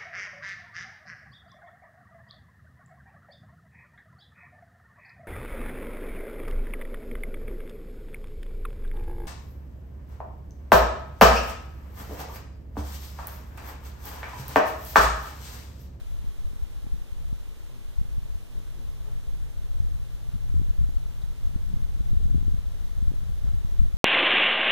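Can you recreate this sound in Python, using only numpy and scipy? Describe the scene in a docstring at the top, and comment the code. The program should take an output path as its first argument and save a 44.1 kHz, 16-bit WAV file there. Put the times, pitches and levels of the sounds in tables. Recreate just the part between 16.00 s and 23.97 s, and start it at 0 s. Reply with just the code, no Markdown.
"""Hawk moth in a breezy garden

Close to a hand-held camera, a hawk moth hovers over small flowers with a faint hum; a fly whines by.
A light breeze rumbles and buffets on the two microphone ports, over far air and microphone hiss.
The camera's stereo widener puts the bass in opposite phase and ripples the hiss."""
import sys
import numpy as np
from scipy import signal
from scipy.fft import rfft, irfft, next_fast_len
from scipy.io import wavfile
from scipy.ndimage import uniform_filter1d, map_coordinates

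SR = 44100
rng = np.random.default_rng(int(sys.argv[2]) if len(sys.argv) > 2 else 0)


def inscribe(sig):
    """Save sig as 16-bit PCM at rate SR to the path in sys.argv[1].

    A 1-D sig is mono; a 2-D sig holds one channel per row.
    Samples are clipped to [-1, 1] before scaling.
    """
    pcm = np.round(np.clip(np.atleast_2d(sig).T, -1, 1) * 32767)
    wavfile.write(sys.argv[1], SR, pcm.astype(np.int16))


N = 351477


def moth(waver, flicker_db):
    """Wings close by: their draught hits the left port, their whirr both. A dart is faster and brighter."""
    # the hover: (time [s], wingbeat [Hz], draught level [dB])
    hover = [(0, 60, -70), (1.4, 59, -60), (1.75, 60, -59), (2.5, 61.5, -60), (2.8, 62, -57),
             (3.0, 63, -52), (3.3, 60.5, -53), (3.7, 60.5, -52), (4.25, 60, -48.5), (5.0, 60.5, -50),
             (5.4, 59.5, -49.5), (5.9, 63, -48), (6.5, 60, -58), (7.97, 59, -72)]
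    # darts to another flower: (time [s], rise in effort [dB])
    darts = [(1.75, 6), (2.571, 8.5), (2.801, 7.5)]
    # up- and downstroke both push air; both tables: (multiple of the wingbeat, relative level [dB])
    draught_tones = [(1, 10), (2, 10)]
    whirr_tones = [(3, -3.5), (4, -5), (5, -14.5), (6, -15.5)]
    # air stirred by the wings: (frequency [Hz], density relative to the overtones [dB per Hz])
    swish = [(80, -39), (200, -26.5), (400, -33.5), (700, -50.5), (2000, -81)]
    whirr_db = -62.5
    dart_hz, brightening = 0.66, 1.32  # per dB of effort: extra wingbeats per s, dB of whirr
    beat_hz, draught_db = in_time(hover)
    effort_db = sum(rise_db * swell(s, half_s=0.042) for s, rise_db in darts)
    phase = wing_phase(beat_hz + dart_hz * effort_db, waver, turns_per_s=25)

    def harmonics(tones):
        return sum(from_db(db + flicker_db * drift(18)) * np.sin(round(k) * phase + rng.uniform(0, 2 * np.pi))
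                   for k, db in tones)

    draught = from_db(draught_db + effort_db) * harmonics(draught_tones)
    whirr = from_db(whirr_db + brightening * effort_db) * (harmonics(whirr_tones) + noise(swish))
    return np.outer([1, 0], draught) + whirr


def breeze():
    """Large eddies roll over a port while small ones flutter on top; both follow the wind's strength."""
    # the breeze between puffs: (time [s], relative strength [dB])
    strength = [(0.0, -52), (0.6, -49.5), (1.18, -48.5), (1.7, -56.5), (2.2, -46.5), (2.35, -49),
                (3.1, -50), (3.6, -49.5), (4.17, -51), (4.64, -43.5), (5.22, -47), (5.6, -44),
                (5.95, -43.5), (6.35, -40.5), (6.75, -45), (7.97, -46)]
    # puffs and lulls riding on it: (time [s], rise [dB], half-length [s])
    puffs = [(0.2, 6.5, 0.045), (0.36, -2.5, 0.03), (0.48, 6.5, 0.037), (0.8, -2.5, 0.04),
             (0.945, 9, 0.017), (1.057, -9.5, 0.025), (1.25, 3, 0.05), (2.03, 7, 0.026), (2.464, -7, 0.046),
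             (3.348, 4, 0.11), (3.723, 6.5, 0.027), (3.9, 8, 0.056), (4.57, 2.5, 0.11),
             (4.742, -5.5, 0.018), (4.83, 4, 0.04), (5.136, -1.5, 0.044), (5.35, -6.5, 0.023),
             (5.526, 2.5, 0.085), (5.784, 4, 0.036), (6.22, 5, 0.089), (6.493, 3, 0.048), (7.09, 8, 0.028),
             (7.27, 4, 0.042), (7.47, 4.5, 0.06), (7.822, 11, 0.035)]
    # spectra of the large and the small eddies: (frequency [Hz], relative level [dB])
    rumble = [(4, -14.5), (18, 7), (40, 1), (70, -3.5), (100, -13.5), (140, -19), (220, -48), (400, -81)]
    flutter = [(50, -13), (90, 3.5), (135, 2), (200, -5.5), (300, -18), (450, -26), (800, -47), (2000, -61),
               (8000, -100)]
    rumble_db, flutter_db = -29.5, -51.5  # at the mean strength of the breeze
    flutter_growth = 1.57  # dB per dB of wind: stronger wind is brighter
    steady_db, = in_time(strength)
    puff_db = sum(rise_db * swell(s, half_s) for s, rise_db, half_s in puffs)
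    wind_db = steady_db - steady_db.mean() + puff_db
    large = turbulence(rumble, per_s=150, spread_db=3.0, even_s=0.12)
    small = turbulence(flutter, per_s=200, spread_db=3.5, even_s=0.11)
    return from_db(rumble_db + wind_db) * large + from_db(flutter_db + flutter_growth * wind_db) * small


def buffets():
    """A vortex crossing a port is one rounded dip or bump of pressure with shoulders; narrow ones knock."""
    # strong single eddies: (time [s], peak before panning [dB], half-width [ms], pan [0 left, 1 right])
    eddies = [(0.244, -22, 3, 0), (0.42, -30, 2.6, 0), (0.534, -29, 1.7, 0.074), (0.638, -17, 6.5, 0.3),
              (0.847, -28, 1.7, 1), (0.869, -24.5, 1.8, 1), (0.924, -21, 11, 0), (1.329, -14.5, 2.7, 0.78),
              (1.988, -13.5, 4.9, 0), (2.014, -14.5, 3.3, 0), (2.182, -17, 3.35, 1), (2.356, -17.5, 5.1, 0),
              (3.805, -9.5, 4.4, 0), (4.342, -18, 4.5, 0), (4.357, -14.5, 4, 0.023), (4.543, -18.5, 1.9, 0),
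              (4.564, -15, 3.9, 0), (4.582, -21, 3.5, 0), (4.598, -20, 1.8, 0), (4.617, -14, 2.5, 1),
              (4.687, -19, 3.2, 0), (4.708, -10.5, 7.6, 0), (4.79, -20, 2.9, 0), (4.813, -10.5, 4.3, 0),
              (4.843, -15, 11, 0.061), (4.891, -21, 2.4, 0.93), (4.969, -9, 9.1, 0), (5.24, -14, 4.7, 0),
              (5.562, -12.5, 2.53, 1), (5.741, -16.5, 2.76, 0), (6.007, -21.5, 1.75, 0.94),
              (6.132, -13, 2.9, 0), (6.257, -8, 4.8, 0.26), (6.347, -9, 2.3, 0), (6.357, -11.5, 2.6, 0),
              (6.381, -16, 2.3, 0), (6.428, -19, 2.4, 0), (6.468, -24, 3.1, 0.9), (6.482, -17, 1.8, 0.84),
              (6.546, -13.5, 3.45, 0), (6.592, -29, 2.6, 0), (7.027, -15.5, 2.8, 0),
              (7.118, -18, 1.87, 0.13), (7.139, -22.5, 1.9, 0.12), (7.447, -20, 2.7, 0),
              (7.649, -13.5, 3.34, 0), (7.8, -6, 15, 0), (7.818, -9, 3.6, 0), (7.943, -10, 3.8, 0)]
    out, t = np.zeros((2, N)), np.arange(N) / SR
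    reach_s = 0.06
    for (s, peak_db, half_ms, pan), sign in zip(eddies, rng.choice([-1, 1], len(eddies))):
        near = slice(max(int((s - reach_s) * SR), 0), int((s + reach_s) * SR))
        u = (t[near] - s) * 1000 / half_ms  # half-widths from the centre
        pulse = (1 - u ** 2) / (1 + u ** 2) ** 2 * np.hanning(len(u))
        out[:, near] += np.outer([1 - pan, pan], sign * from_db(peak_db) * pulse)
    return out


def flurries(unevenness, flicker_db):
    """The camera's edge sheds runs of vortices, uneven in pace and strength: a burble on the port."""
    # runs of vortices: (time [s], level [dB], half-length [s], shedding rate [Hz])
    runs = [(0.2, -31, 0.045, 53), (0.945, -27, 0.022, 56), (1.283, -29, 0.041, 70), (3.82, -24, 0.04, 58),
            (4.35, -24, 0.018, 113), (4.565, -17.5, 0.029, 74), (4.81, -17.5, 0.024, 62),
            (5.751, -30, 0.054, 125), (6.21, -18.5, 0.065, 56), (6.366, -15, 0.025, 76),
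            (6.49, -24, 0.055, 71), (7.03, -22, 0.034, 68), (7.287, -22.5, 0.05, 60),
            (7.497, -22, 0.075, 60)]
    steepness = 0.21  # how far each vortex leans into a steep front
    out = np.zeros(N)
    pace = np.exp(unevenness * drift(110))
    for s, level_db, half_s, hz in runs:
        phase = 2 * np.pi * (hz * np.cumsum(pace) / SR + rng.random())
        out += from_db(level_db) * swell(s, half_s) * np.sin(phase + steepness * np.sin(phase))
    low_pass = signal.butter(2, 600, fs=SR, output="sos")
    return signal.sosfilt(low_pass, out * from_db(flicker_db * drift(70)))


def fly(waver):
    """A fly's wings make a thin whine that swells and glides in pitch as it passes the microphones."""
    # passes: (time [s], level [dB], half-length [s], wingbeat [Hz], glide [Hz per s])
    passes = [(3.08, -59.5, 0.026, 208.6, 499.5), (7.475, -60.5, 0.027, 197, -420),
              (7.7, -66, 0.15, 181.2, -13.5)]
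    # the whine: (multiple of the wingbeat, relative level [dB])
    tones = [(2, 4), (3, -6), (4, -10), (5, -12.5), (6, -12)]
    out, t = np.zeros(N), np.arange(N) / SR
    for s, level_db, half_s, hz, glide in passes:
        phase = wing_phase(hz + glide * (t - s), waver, turns_per_s=60)
        whine = sum(from_db(db) * np.sin(round(k) * phase) for k, db in tones)
        out += from_db(level_db) * swell(s, half_s) * whine
    return out


def tick():
    """One light, dry contact close by rings for a few milliseconds."""
    # the contact: (time [s], peak [dB], pitch [Hz], time to fall 60 dB [s])
    contact = [(0.8666, -39, 780, 0.0037)]
    out = np.zeros(N)
    for s, peak_db, hz, t60 in contact:
        age = np.clip(np.arange(N) / SR - s, 0, 2 * t60)
        out += from_db(peak_db - 60 * age / t60) * np.sin(2 * np.pi * hz * age)
    return out


def rustles():
    """Short, soft swells of noise, each in one broad resonance: a light brush among the plants at 5.2 s, and
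    faint hushes at 3.1 and 7.5 s as the fly passes."""
    # swells: (time [s], level [dB], half-length [s], centre [Hz], bandwidth [Hz])
    brushes = [(3.082, -61, 0.018, 560, 300), (5.222, -59, 0.004, 3800, 550),
               (7.477, -63, 0.018, 1200, 704)]
    out = np.zeros(N)
    for s, level_db, half_s, hz, width_hz in brushes:
        resonance = signal.iirpeak(hz, hz / width_hz, fs=SR)
        hush = signal.lfilter(*resonance, rng.standard_normal(N))
        out += from_db(level_db) * swell(s, half_s) * hush / hush.std()
    return out


def far_garden():
    """Outdoor air lies under everything, with a soft airy hiss that grows louder in the second half."""
    # far air, alike at both ports: (frequency [Hz], density [dB per Hz])
    air = [(30, -83), (120, -83.5), (250, -94), (450, -89.5), (700, -98), (1200, -101), (2500, -112),
           (6000, -125)]
    # rise of the airy hiss: (time [s], gain [dB])
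    hiss_rise = [(0, -15), (3, -14), (5.5, -2), (6.8, -0.5), (7.97, 0.5)]
    # the airy hiss at 0 dB of gain: (frequency [Hz], left [dB per Hz], right [dB per Hz])
    airy_hiss = [(200, -120, -120), (795, -103, -103), (2840, -103, -103), (6070, -108, -108),
                 (11900, -122, -122)]
    return noise(air) + from_db(in_time(hiss_rise)) * noise(airy_hiss)


def microphone_hiss():
    """Each microphone adds its own steady noise, unrelated to the other's."""
    # self-noise: (frequency [Hz], left [dB per Hz], right [dB per Hz])
    hiss = [(59, -71, -86), (232, -84, -84.5), (486, -88, -89), (940, -97, -95), (1550, -99, -96.5),
            (2730, -98.5, -94), (4120, -99, -96.5), (4480, -100.5, -100), (7100, -101, -101.5),
            (7950, -102.5, -103), (14100, -103.5, -103.5)]
    return noise(hiss)


def from_db(db):
    """Decibels to gain."""
    return 10 ** (np.asarray(db) / 20)


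def in_time(rows):
    """Each column of a curve at every sample."""
    s, *columns = np.transpose(rows)
    return [np.interp(np.arange(N) / SR, s, c) for c in columns]


def swell(s, half_s):
    """A bell-shaped rise and fall of height 1 around time s."""
    return np.exp(-((np.arange(N) / SR - s) / half_s) ** 2 / 2)


def drift(turns_per_s):
    """A slow random wander with a spread of 1."""
    knots = rng.standard_normal(400)
    position = np.arange(N) / SR * turns_per_s
    return map_coordinates(knots, [position], order=1, mode="mirror") * np.sqrt(3 / 2)


def wing_phase(hz, waver, turns_per_s):
    """Phase of a wingbeat whose rate wanders by the fraction waver."""
    return 2 * np.pi * np.cumsum(hz * (1 + waver * drift(turns_per_s))) / SR


def gains_at(spectrum, hz):
    """Each dB column of a spectrum as gain at these frequencies."""
    knots, *columns = np.transpose(spectrum)
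    return np.array([from_db(np.interp(np.log(hz + 1e-3), np.log(knots), c)) for c in columns])


def noise(spectrum):
    """One independent noise for each dB-per-Hz column of the spectrum."""
    size = next_fast_len(N, real=True)
    gains = gains_at(spectrum, np.fft.rfftfreq(size, 1 / SR))
    white = rng.standard_normal((len(gains), size)) * np.sqrt(SR / 2)
    return irfft(rfft(white) * gains, size)[:, :N]


def turbulence(spectrum, per_s, spread_db, even_s):
    """Eddies arrive at random as uneven lumps of pressure; the rms stays near 1 over spans beyond even_s."""
    size, span = next_fast_len(N, real=True), int(even_s * SR)
    born = rng.random(size) < per_s / SR
    lumps = born * rng.standard_normal(size) * from_db(spread_db * rng.standard_normal(size))
    gains, = gains_at(spectrum, np.fft.rfftfreq(size, 1 / SR))
    pressure = irfft(rfft(lumps) * gains, size)[:N]
    power = uniform_filter1d(uniform_filter1d(pressure ** 2, span), span)
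    return pressure / np.sqrt(np.abs(power) + 1e-18)


def scene():
    """Pressure at the two ports: the left one faces the breeze and the moth."""
    windward = breeze() + flurries(unevenness=0.28, flicker_db=2.0)
    lee = from_db(-4.5) * breeze()
    wind = np.array([windward, lee]) + buffets()
    wings = moth(waver=0.02, flicker_db=3)
    garden = far_garden() + rustles() + tick() + fly(waver=0.018)
    return wings + wind + garden + microphone_hiss()


def record(dry):
    """The camera's widener subtracts a late, dull copy of the opposite microphone; then the top is cut."""
    # share of each microphone taken off the opposite channel: (frequency [Hz], gain [dB])
    crossfeed = [(150, -3), (1200, -8), (2500, -7.5), (3700, -7.5), (5000, -21.5), (8000, -12.5),
                 (15000, -23)]
    delay_s, cutoff_hz = 0.0003977, 15550
    size = next_fast_len(N + SR // 10, real=True)
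    hz, ports = np.fft.rfftfreq(size, 1 / SR), rfft(dry, size)
    cross = gains_at(crossfeed, hz) * np.exp(-2j * np.pi * hz * delay_s)
    widened = ports - cross * ports[::-1]
    brick_wall = 1 / np.sqrt(1 + (hz / cutoff_hz) ** 1200)
    return irfft(widened * brick_wall, size)[:, :N]


dry = scene()
out = record(dry)
inscribe(out)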